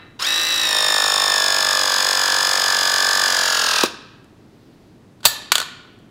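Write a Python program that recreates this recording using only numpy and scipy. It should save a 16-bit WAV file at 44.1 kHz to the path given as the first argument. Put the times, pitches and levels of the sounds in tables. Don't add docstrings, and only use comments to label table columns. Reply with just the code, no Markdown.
import sys
import numpy as np
from scipy import signal
from scipy.fft import rfft, irfft
from scipy.io import wavfile
from scipy.ndimage import uniform_filter1d

SR = 44100
rng = np.random.default_rng(int(sys.argv[2]) if len(sys.argv) > 2 else 0)


def transcribe(u):
    v = np.clip(np.atleast_2d(u).T, -1, 1)
    q = np.round(v * 32767).astype(np.int16)
    wavfile.write(sys.argv[1], SR, q)


N = 269010
T = np.arange(N) / SR


def amp(db):
    return 10 ** (np.asarray(db) / 20)

def unit(x):
    return x / np.sqrt(np.mean(x ** 2) + 1e-20)

def at_hz(points, hz):
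    f, value = np.transpose(points)
    return np.interp(np.log(hz + 1), np.log(f + 1), value)

def tint(x, spectrum):
    gain = amp(at_hz(spectrum, np.fft.rfftfreq(len(x), 1 / SR)))
    return unit(irfft(rfft(x) * gain, len(x)))

def noise(spectrum, size=N):
    return tint(rng.standard_normal(size), spectrum)

def wander(hz):
    lowpass = np.exp(-(np.fft.rfftfreq(N, 1 / SR) / hz) ** 2)
    return unit(irfft(rfft(rng.standard_normal(N)) * lowpass, N))

def swell(start, attack, stop, release_db_per_s):
    return np.clip((T - start) / attack, 0, 1) * amp(-release_db_per_s * np.maximum(T - stop, 0))

def ring(modes, size, scatter=0):
    t = np.arange(size, dtype=np.float32) / SR
    return sum((-1) ** k * amp(db - 60 * t / t60) * np.sin(2 * np.pi * (hz * t + scatter * rng.random()))
               for k, (hz, db, t60) in enumerate(modes))

def add(mix, start_s, sound):
    part = mix[round(start_s * SR):][:len(sound)]
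    part += sound[:len(part)]

def no_bass(x, corner_hz=130):
    return signal.lfilter(*signal.butter(2, corner_hz, "high", fs=SR), x)


# frequency in Hz, relative spectral level in dB.
AIR_SPECTRUM = [(15, -40.5), (25, -12), (69, -15), (98, -3.5), (135, -6), (181, -6), (326, -7),
                (450, -13.5), (488, -16), (558, -17.5), (2240, -31), (6040, -39), (7280, -41),
                (15000, -50.5)]
def ventilation():
    return amp(-48.5) * noise(AIR_SPECTRUM)

# frequency in Hz, reverberation time in seconds.
ROOM_DECAY = [(150, .6), (600, .7), (1600, .95), (3000, .88), (4500, .72), (7000, .52), (10000, .39),
              (15000, .27)]
def room(x, wet_db=-11, early_db=-11, build_s=0.0024):
    age = T[:SR]
    reflections = rng.standard_normal(SR) * (rng.random(SR) < 4000 / SR)
    hz, t, bands = signal.stft(reflections, SR, nperseg=256)
    decay = amp(-60 * t / at_hz(ROOM_DECAY, hz)[:, None])
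    tail = signal.istft(bands * decay, SR, nperseg=256)[1][:SR] * (1 - np.exp(-age / build_s))
    early = rng.standard_normal(SR) * (rng.random(SR) < 900 / SR) * np.exp(-age / 0.012) * (age > .003)
    echo = amp(wet_db - 5.5) * tail / np.linalg.norm(tail) + amp(early_db) * early / np.linalg.norm(early)
    return x + signal.fftconvolve(x, echo)[:N]

def lingering_whine(strokes_per_s=55.1, t60=0.71):
    tones = whine(strokes_per_s * T + 0.0027 * wander(15), 0, throb=.5, waver=0.36)
    dull = signal.lfilter(*signal.butter(3, 2400, fs=SR), tones + .5 * noise(FLAW_SPECTRUM))
    return amp(-36 - 60 * T / t60) * dull

# frequency in Hz, relative spectral level in dB.
OIL_SPECTRUM = [(800, -19), (2500, -4), (4500, 1), (6500, -11.5), (9000, -17), (15500, -16.5)]
def oil_return():
    return amp(-66.5) * swell(start=4.1, attack=0.53, stop=4.84, release_db_per_s=46) * noise(OIL_SPECTRUM)

# frequency in Hz, relative level in dB, 60 dB decay time in seconds.
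RELIEF_MODES = [(220, -8, 0.018), (362, 1.5, 0.018), (470, 1, 0.011), (1097, -3, 0.012)]
def relief_valve():
    out = np.zeros(N)
    add(out, 3.8362, amp(-1) * ring(RELIEF_MODES, size=6000))
    add(out, 3.836, amp(-9) * noise(CRACK_SPECTRUM, size=1000) * np.exp(-T[:1000] / .0012))
    return out

# frequency in Hz, relative spectral level in dB.
CRACK_SPECTRUM = [(60, -23), (300, -11.5), (700, -5.5), (1300, -0.5), (2200, -4), (3000, 1.5), (4300, 5),
                  (5400, -6), (7000, 0.5), (9500, -5.5), (15000, -7.5)]
# frequency in Hz, relative level in dB, 60 dB decay time in seconds.
BODY_MODES = [(816, -15, 0.013), (1070, 3, 0.01), (1480, 2, 0.033)]
def blow(modes, db, contact_s, ring_db, knock_db, cutoff_hz, size=12000):
    crack = noise(CRACK_SPECTRUM, size) * np.exp(-T[:size] / contact_s)
    ringing = amp(ring_db) * ring(modes, size, scatter=0.76)
    knock = amp(knock_db) * ring(BODY_MODES, size)
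    lowpass = signal.butter(1, min(cutoff_hz, .45 * SR), fs=SR)
    return amp(db) * signal.lfilter(*lowpass, crack + ringing + knock)

# frequency in Hz, relative level in dB, 60 dB decay time in seconds.
JAW_MODES = [(760, -12, 0.044), (1410, -16, 0.26), (1755, -10, 0.42), (2720, -9.5, .05), (3295, -13, 0.2),
             (3800, -2.5, 0.046), (4400, 3, 0.13), (4650, -0.5, 0.18), (5566, -12, .08), (6770, -7, 0.26),
             (7720, -5, 0.2), (8600, -6.5, .15), (10370, -10.5, 0.21), (10850, -5.5, .1),
             (11500, -6.5, 0.21), (13850, -15.5, .1), (14930, 0, .17)]
# start in seconds, gain in dB.
HANDLING_TICKS = [(4.2443, -46), (5.989, -49)]
def jaws(snap_s=5.2531, clash_s=5.519, first_gap_s=.0356, restitution=.745, split_hz=24):
    out = np.zeros(N)
    modes = [(hz + offset * split_hz + 0.0028 * hz * rng.uniform(-1, 1), db, t60)
             for hz, db, t60 in JAW_MODES for offset in (-1.5, -.5, .5, 1.5)]
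    for lead_s in .048 * .46 ** np.arange(4):
        slip = blow(modes, db=-19 - 519.5 * lead_s, contact_s=.006,
                    ring_db=-32, knock_db=-9, cutoff_hz=3500)
        add(out, snap_s - lead_s, slip)
    add(out, snap_s, blow(modes, db=3, contact_s=0.0065, ring_db=-24, knock_db=-27, cutoff_hz=20000))
    for k in range(6):
        bounce = blow(modes, db=0.5 - 3.5 * k, contact_s=0.004 * 0.96 ** k,
                      ring_db=-30 + 0.2 * k, knock_db=-11.5, cutoff_hz=10000 * 0.77 ** k)
        add(out, clash_s, bounce)
        clash_s += first_gap_s * restitution ** k
    for start_s, db in HANDLING_TICKS:
        add(out, start_s, blow(modes, db, contact_s=0.00116, ring_db=-44, knock_db=-36, cutoff_hz=14000))
    out = no_bass(out, corner_hz=220)
    add(out, snap_s, ring([(40, -35, .12), (108, -29.5, 0.1)], size=12000))
    return out

def lobe(strokes, centre, width):
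    return np.exp((np.cos(2 * np.pi * (strokes - centre)) - 1) / (2 * np.pi * width) ** 2)

# frequency in Hz, relative spectral level in dB.
FLAW_SPECTRUM = [(100, -35), (350, -4), (800, -3), (1300, 1), (1800, 3.5), (2200, -5.5), (3200, 2),
                 (5000, 2), (6200, -6.5), (8000, -9), (11000, -13.5), (15500, -16)]
def gear_rattle(angle, strokes, load):
    flaws = signal.resample(rng.standard_normal(size=780), 8192)
    worn = tint(np.interp(angle % 1, np.linspace(0, 1, len(flaws)), flaws), FLAW_SPECTRUM)
    contact = amp(-10) * worn + amp(-13) * noise(FLAW_SPECTRUM)
    return amp(2.7 * load) * contact * (.5 + lobe(strokes, 0.09, 0.23))

# frequency in Hz, relative level in dB, 60 dB decay time in seconds.
CHECK_VALVE_MODES = [(424, -16.5, 0.019), (595, -7, 0.015), (908, 0, 0.0074), (1155, -0.5, 0.01),
                     (1650, -7, 0.0045)]
def check_valve(strokes, load):
    closing_phase = np.interp(load, [.2, .55, 1], [.185, .29, .25])
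    shut = np.diff(np.floor(strokes - closing_phase), prepend=0) > 0
    force = np.interp(load, [.04, .22, 1], [.15, 1, .85]) * (1 + 0.046 * wander(40))
    return amp(9.5) * signal.oaconvolve(shut * force, ring(CHECK_VALVE_MODES, size=2000))[:N]

SHAFT_ORDERS = (6, 14, 22, 25, 33, 37, 42, 48, 50, 54, 64, 71, 93)
# relative level in dB running free, at work, and near stall.
ORDER_LEVELS = [(-28, -34.5, -36.5), (-32.5, -23, -41), (-19.5, -29, -39), (-23.5, -9.5, -24),
                (-13.5, -33, -30.5), (-15, -22, -16), (-19, -29.5, -33), (-11, -35, -33.5),
                (-20, -22.5, -28), (-23.5, -27, -28), (-19.5, -33, -2), (-0.5, -18, -10), (-31, -20, -6)]
def whine(angle, load, throb=0.12, waver=.17, turns_per_stroke=6):
    angle = angle + 0.00063 * wander(140)
    tones = 0
    for order, levels in zip(SHAFT_ORDERS, ORDER_LEVELS):
        db = np.interp(load, [.12, .58, .82], levels)
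        tones = tones + amp(db) * np.cos(2 * np.pi * (order * angle + rng.random()))
    planets = 1 + throb * np.cos(2 * np.pi * turns_per_stroke / 2 * angle)
    return tones * planets * (1 + waver * wander(200))

# frequency in Hz, bandwidth in Hz, gain in dB.
HOUSING_MODES = [(1763, 124, -1.5), (3737, 120, -3.5), (5250, 460, -1), (6800, 240, -2), (8810, 430, -3),
                 (10600, 590, -4), (14100, 2100, -14)]
def housing(x, leak_db=-10):
    f = np.fft.rfftfreq(N, 1 / SR)
    shell = sum(amp(db) * 1j * f * width / (hz ** 2 - f ** 2 + 1j * f * width)
                for hz, width, db in HOUSING_MODES)
    return irfft(rfft(x) * (shell + amp(leak_db)), N)

# relative level in dB running free, the same under pressure,
# moment of its flare in strokes, width of the flare in strokes.
MESH_HARMONICS = [(-19.5, -3, 0.048, 0.23), (-2.5, -9, -0.12, 0.1), (-9, 0, 0.038, 0.08),
                  (-10.5, -3.5, 0.052, 0.11), (-18.5, -6, 0.13, 0.094), (-21, -12, 0.037, 0.089),
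                  (-26, -16.5, 0.032, .12), (-23, -23, -.03, 0.11)]
def gears(angle, strokes, load, teeth=35, roughness=.1):
    loaded = np.clip(load / 0.6, 0, 1) ** 0.71
    mesh = 0
    for k, (free_db, full_db, moment, width) in enumerate(MESH_HARMONICS, 1):
        force = 0.16 / k ** (0.73 * loaded) + lobe(strokes, moment, width)
        gain = amp(free_db + (full_db - free_db) * loaded)
        mesh = mesh + force * gain * np.cos(2 * np.pi * (k * teeth * angle + 0.41 * rng.random()))
    return amp(7) * housing(-mesh * (1 + roughness * wander(900)))

def motor_sway(strokes, speed, load, push_phase, ripple=0.021, sag=0.1315):
    torque = lobe(strokes, push_phase, width=0.15)
    lag = np.cumsum((torque - uniform_filter1d(torque, 8000)) * speed) / SR
    lag -= uniform_filter1d(lag, 4000)
    swing = -(ripple + sag * load) * unit(lag) / np.sqrt(2)
    sway = np.cumsum(swing * speed) / SR
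    return sway - uniform_filter1d(sway, 4000) + 0.00045 * wander(70)

# time in seconds, rate in strokes per second.
PUMP_SPEED = [(0.27, 54.13), (0.46, 55.2), (0.61, 54.35), (0.76, 51.53), (1.2, 50.11), (1.52, 48.55),
              (1.72, 48.27), (1.92, 46.86), (2.08, 47.72), (2.28, 46.69), (2.54, 47.56), (2.8, 46.43),
              (3.2, 47.11), (3.6, 43.22), (3.86, 39.54)]
# time in seconds, load from 0 to 1.
OIL_LOAD = [(.2, 0), (.58, 0.04), (.76, .2), (2, .47), (3.2, 0.57), (3.5, 0.72), (3.83, 0.79)]
def drive(trigger_s=.19, spin_up_s=.08, kick_share=.47, cut_out_s=3.848, push_phase=0.034):
    spin = np.interp(T, [trigger_s, trigger_s + spin_up_s], [kick_share, 1])
    spun_up = (spin - kick_share) / (1 - kick_share)
    speed = spin * np.interp(T, *np.transpose(PUMP_SPEED))
    load = np.interp(T, *np.transpose(OIL_LOAD))
    strain = load + 0.77 * (1 - spun_up)
    strokes = np.cumsum(speed) / SR + .084
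    sway = motor_sway(strokes, speed, load, push_phase)
    mesh = gears(strokes + sway, strokes, strain)
    shafts = spun_up * whine(strokes + .35 * sway, load)
    bearing_force = unit(1 + 0.65 * np.sqrt(load) * np.cos(2 * np.pi * (strokes - push_phase)))
    knocks = check_valve(strokes, load)
    rattle = gear_rattle(strokes + sway, strokes, strain)
    shake = amp(-37) * np.sin(2 * np.pi * strokes) * spin
    running = swell(trigger_s, attack=0.015, stop=cut_out_s, release_db_per_s=480)
    level = amp(-17.5 - 12.5 * (1 - spin) - 1.77 * load) * running
    return level * (no_bass(mesh + shafts * bearing_force + knocks + rattle) + shake)

def scene():
    press = room(drive() + no_bass(oil_return() + relief_valve(), corner_hz=111.7))
    clatter = room(jaws(), wet_db=-9.5, early_db=-15.5)
    return (press + clatter + lingering_whine() + ventilation())[None]

def record(dry, ceiling=.9, cutoff_hz=15850):
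    clipped = dry / (1 + (dry / ceiling) ** 6) ** (1 / 6)
    lowpass = signal.firwin(255, cutoff_hz, window=("kaiser", 8), fs=SR)
    return signal.oaconvolve(clipped, lowpass[None], "same")


dry = scene()
out = record(dry)
transcribe(out)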